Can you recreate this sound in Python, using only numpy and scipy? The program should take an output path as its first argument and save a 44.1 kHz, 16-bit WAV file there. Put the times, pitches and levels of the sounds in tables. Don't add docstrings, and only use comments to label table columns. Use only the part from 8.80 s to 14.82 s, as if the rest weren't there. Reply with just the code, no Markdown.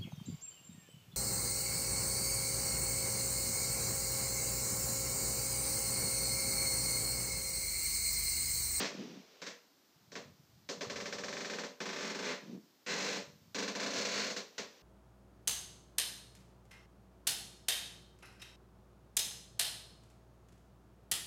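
import sys
import numpy as np
from scipy import signal
from scipy.fft import rfft, irfft, next_fast_len
from scipy.io import wavfile

SR = 44100
rng = np.random.default_rng(int(sys.argv[2]) if len(sys.argv) > 2 else 0)


def file_out(sig):
    cols = np.atleast_2d(sig).T
    lim = np.clip(cols, -1, 1)
    pcm = np.round(lim * 32767).astype(np.int16)
    wavfile.write(sys.argv[1], SR, pcm)


N = 265482
TIME = np.arange(N) / SR
AGE = np.arange(int(.6 * SR)) / SR


def creak(crack_db=39, wood_db=-3, edge_db=-2, ring_db=27, squeal_db=-3, rasp_db=-1):
    # frequency in Hz, gain in dB.
    crack_colour = [(60, -36.5), (150, -3), (200, 6), (290, 5), (345, -2.5), (410, 9.5), (560, 8.5),
                    (780, -1), (1050, -1), (1300, -2.5), (1750, 4.5), (2300, 0.5), (3100, -7), (4250, -2),
                    (4900, -1.5), (6200, -0.5), (7300, -7.5), (8400, -18), (10000, -35), (13000, -30.5)]
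    # time in seconds, relative level in dB.
    squeal_curve = [(1.9, -14), (2.4, -18), (3, -11), (4.2, -1), (4.8, -6), (5.2, 0.5), (5.45, 1.5),
                    (5.8, -8)]
    slip_rows = slips()
    lows, mids, highs = cracks(slip_rows)
    wood = undb(wood_db) * cut(lows, 1650, "low")
    edge = cut(highs, 2900, "high")
    crack = wood + cut(mids, [1100, 3400], "band") + undb(edge_db) * edge
    squeal = undb(squeal_db) * resonance(edge, hz=4150, width_hz=530)
    rasp = undb(rasp_db) * resonance(highs, hz=2540, width_hz=550)
    crack += (squeal + rasp) * undb(np.interp(TIME, *np.transpose(squeal_curve)))
    times, db, body_db, _ = slip_rows.T
    ring = signal.fftconvolve(clicks(times, undb(db + body_db)), board())[:N]
    return undb(crack_db) * colour(crack, crack_colour) + undb(ring_db) * ring


def slips(scatter_db=1, breakaway_db=1.5, ring_db=2.5, easy_per_s=19.2, choke_db_per_octave=2):
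    # time in seconds, relative level in dB, ring and bright-edge offsets in dB.
    ticks = [(.618, -44.5, -3.5, -2), (.665, -43.5, -3.5, -0.5), (1.318, -60.5, 8, 9),
             (1.353, -44, 1.5, -3), (1.89, -43.5, 4.5, 4), (5.78, -40, -0.5, 0)]
    # time in seconds, slips per second.
    creep_curves = [
        [(.002, 100), (.058, 92)],
        [(2.009, 10.3), (2.097, 12.1), (2.185, 24.9), (2.258, 13.5), (2.619, 27.1), (2.678, 15.6),
         (2.722, 31.6), (2.744, 19.3), (2.844, 20.4)],
        [(3.004, 12.8), (3.079, 31.7), (3.104, 22.1), (3.237, 55.3), (3.321, 16.8), (3.43, 31.5), (3.432, 81.7),
         (3.52, 85.4)],
        [(4.063, 118), (4.149, 36.7), (4.185, 49.2), (4.289, 50.5), (4.37, 19.6)],
        [(4.746, 28.6), (4.95, 10.4), (5.005, 35.1), (5.09, 22.5), (5.161, 46.1), (5.244, 20.6), (5.38, 56.9),
         (5.53, 15.3), (5.572, 9.2)],
    ]
    # time in seconds, relative slip level in dB, bright-edge offset in dB.
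    grip = [(.03, -43.5, -1), (2, -44, -0.5), (2.3, -42.5, 0), (2.8, -43.5, -1), (3.05, -43, -1.5),
            (3.4, -43, -1), (3.51, -43, -5.5), (4.06, -45.5, -1), (4.14, -41, -0.5), (4.27, -41.5, 1.2),
            (4.35, -41, 0.5), (4.75, -41, 1.5), (5.05, -40.5, -1), (5.2, -41.5, 4), (5.38, -42, 2),
            (5.55, -43.5, 4)]
    grip_s, grip_db, grip_bright_db = np.transpose(grip)
    rows = [np.array(ticks, float)]
    for curve in creep_curves:
        knots, rates = np.transpose(curve)
        span = TIME[(TIME >= knots[0]) & (TIME <= knots[-1])]
        creep = np.cumsum(np.interp(span, knots, rates)) / SR
        times = np.interp(np.arange(np.ceil(creep[-1])), creep, span)
        db = np.interp(times, grip_s, grip_db) + scatter_db * rng.standard_normal(len(times))
        db[0] += breakaway_db
        octaves = np.log2(np.maximum(np.interp(times, knots, rates) / easy_per_s, 1))
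        body_db = ring_db - choke_db_per_octave * octaves
        rows.append(np.column_stack([times, db, body_db, np.interp(times, grip_s, grip_bright_db)]))
    slip_rows = np.vstack(rows)
    slip_rows[:, 0] += rng.uniform(-.0005, .0005, len(slip_rows))
    return slip_rows[np.argsort(slip_rows[:, 0])]


def cracks(slip_rows, memory_s=.92, fresh_db=-8, snap=.21, edge_snap=.16):
    decays = np.array([room_decay(swell_s=.007, early_t60=.11, late_t60=.34, late_db=-3),
                       room_decay(swell_s=.00044, early_t60=.024, late_t60=.34, late_db=-1.5),
                       room_decay(swell_s=.0021, early_t60=.27, late_t60=.54, late_db=-13.5)])
    out = np.zeros((3, N + len(AGE)))
    pattern, last_s = reflections(), 0
    for s, db, body_db, bright_db in slip_rows:
        kept = np.exp(-abs(s - last_s) / memory_s)
        pattern = kept * pattern + np.sqrt(1 - kept ** 2) * reflections()
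        last_s = s
        fresh = undb(fresh_db) * reflections()
        tick = decays * (pattern + fresh) / np.hypot(1, undb(fresh_db))
        tick[:, 0] += (0, snap, edge_snap)
        start = max(int(s * SR), 0)
        out[:, start:start + len(AGE)] += tick * undb(db + np.array([[body_db], [0], [bright_db]]))
    return out[:, :N]


def board(swell_cycles=.98):
    modes = [(184, -5, .3), (211, -1, .3), (262, -7, .25), (290, -3, .25), (386, -1, .4), (462, -4, .25),
             (481, 1, .45), (555, -7, .2), (579, 1, .42), (677, -6, .35), (1008, -6, .45), (1430, -9, .3),
             (1545, -5, .15), (1745, -4, .2), (1839, -6, .22), (2099, -8, .3), (2306, -9, .25),
             (4107, -9, .3), (4297, -8, .35), (1620, -2, .016), (1900, -4, .012), (2400, -3, .012)]
    ring = np.zeros(len(AGE))
    for hz, db, t60 in modes:
        tone = np.sin(2 * np.pi * (hz * AGE + rng.random()))
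        swell = 1 - np.exp(-hz * AGE / swell_cycles)
        ring += undb(db) * unit(tone * fade(t60) * swell)
    return unit(ring)


def rubbing(grain_db=3, count=1250):
    # time in seconds, groan level in dB, scuff level in dB.
    rubs = [
        [(0, -42, -34.5), (.11, -59.5, -54.5), (.21, -44.5, -52), (.28, -49, -56), (.38, -54.5, -59),
         (.46, -72, -64), (.6, -89, -63), (.75, -75, -67), (.9, -102, -115)],
        [(3.58, -73, -70), (3.64, -53, -63), (3.755, -44.5, -64.5), (3.79, -54, -81), (3.9, -84, -99)],
        [(5.6, -69, -72), (5.7, -81, -66.5), (5.9, -84.5, -64.5), (6.02, -79, -64)],
    ]
    # frequency in Hz, relative level in dB.
    groan_colour = [(60, -42), (110, -25), (160, -6), (205, 0), (260, -3), (330, -9), (410, -10),
                    (520, -20), (750, -31), (1500, -45), (9000, -85)]
    scuff_colour = [(200, -11), (300, 2.5), (420, 14.5), (560, 9.5), (800, 4), (1400, 0), (2500, 3),
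                    (4200, 1.5), (5900, 1.5), (7200, -10.5), (9500, -31)]
    groan_gain, scuff_gain = np.zeros((2, N))
    for rub in rubs:
        knots, groan_db, scuff_db = np.transpose(rub)
        groan_gain += undb(np.interp(TIME, knots, groan_db, left=-200, right=-200))
        scuff_gain += undb(np.interp(TIME, knots, scuff_db, left=-200, right=-200))
    starts = (np.arange(count) + 2 * rng.random(count)) * TIME[-1] / count
    grains = clicks(starts, undb(grain_db * rng.standard_normal(count)))
    groan = unit(colour(grains - grains.mean(), groan_colour)) * np.sqrt(N)
    return groan_gain * groan + scuff_gain * noise(scuff_colour)


def bumps(push_s=.0045, rumble_db=-9, rumble_t60=.54):
    # start in seconds, peak level in dB, pitch in Hz.
    heavy_thuds = [(.147, -49, 330), (0.199, -45.5, 207), (1.454, -52.5, 137), (1.496, -57, 126),
                   (1.596, -54, 137), (1.73, -57, 119), (1.973, -50.5, 166), (2.074, -51, 132),
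                   (2.16, -54, 105), (3.693, -47, 208), (3.738, -55, 221), (4.472, -54, 141),
                   (4.53, -55, 148), (4.615, -53.5, 140), (5.79, -61, 95)]
    push = AGE / push_s * np.exp(1 - AGE / push_s)
    out = np.zeros(N + len(AGE))
    for s, db, hz in heavy_thuds + patter():
        thud = np.sin(2 * np.pi * hz * AGE) * push
        rumble = cut(rng.standard_normal(len(AGE)), [hz * .65, hz * 1.6], "band")
        rumble *= undb(rumble_db) / rumble.std() * fade(rumble_t60)
        start = int(s * SR)
        out[start:start + len(AGE)] += undb(db) * (thud + rumble)
    return out[:N]


def patter(gap_s=.06, scatter_db=3, scatter_octaves=.09):
    # start and end in seconds, typical peak in dB, typical pitch in Hz.
    shuffles = [(1.13, 1.4, -62, 133), (1.62, 1.9, -59, 119), (2.05, 2.5, -57, 116),
                (4.42, 4.71, -59.5, 125), (5.15, 5.45, -58.5, 115)]
    rows = []
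    for start, end, db, hz in shuffles:
        for s in np.arange(start, end, gap_s):
            louder, higher = rng.standard_normal(2)
            late_s = gap_s * rng.random() / 2
            rows.append((s + late_s, db + scatter_db * louder, hz * 2 ** (scatter_octaves * higher)))
    return rows


def room_decay(swell_s, early_t60, late_t60, late_db):
    swell = 1 - np.exp(-AGE / swell_s)
    return unit(swell * np.hypot(fade(early_t60), undb(late_db) * fade(late_t60)))


def reflections(uneven_db=3):
    echoes = rng.standard_normal(len(AGE)) * undb(uneven_db * rng.standard_normal(len(AGE)))
    return unit(echoes) * np.sqrt(len(AGE))


def room_tone(level_db=-68.5):
    # frequency in Hz, relative level in dB.
    tone_colour = [(30, -35), (70, -6), (140, -1), (280, 7), (500, -0.5), (1000, -2.5), (2500, -7),
                   (5200, -3.5), (7500, -10.5), (9800, -20.5), (12500, -11), (15500, -11.5)]
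    return undb(level_db) * noise(tone_colour)


def undb(db):
    return 10 ** (np.asarray(db) / 20)


def fade(t60):
    return np.exp(-np.log(1000) * AGE / t60)


def unit(x):
    return x / np.sqrt(np.sum(x ** 2))


def colour(x, points):
    size = 2 * next_fast_len(len(x))
    hz, db = np.transpose(points)
    bin_hz = np.arange(size // 2 + 1) * SR / size
    gain = undb(np.interp(np.log(bin_hz + 1), np.log(hz), db))
    cepstrum = irfft(np.log(gain))
    cepstrum[1:size // 2] *= 2
    cepstrum[size // 2 + 1:] = 0
    return irfft(rfft(x, size) * np.exp(rfft(cepstrum)))[:len(x)]


def noise(points):
    return unit(colour(rng.standard_normal(N), points)) * np.sqrt(N)


def cut(x, hz, kind):
    return signal.sosfilt(signal.butter(4, hz, kind, fs=SR, output="sos"), x)


def resonance(x, hz, width_hz):
    return signal.lfilter(*signal.iirpeak(hz, hz / width_hz, fs=SR), x)


def clicks(times, sizes):
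    return np.bincount(np.clip(times * SR, 0, N - 1).astype(int), sizes, N)


def scene():
    return (creak() + rubbing() + bumps() + room_tone())[None]


def record(dry, bass_hz=60, top_hz=15400):
    thin = signal.sosfilt(signal.butter(2, bass_hz, "high", fs=SR, output="sos"), dry)
    return signal.sosfilt(signal.ellip(10, .2, 70, top_hz, fs=SR, output="sos"), thin)


dry = scene()
out = record(dry)
file_out(out)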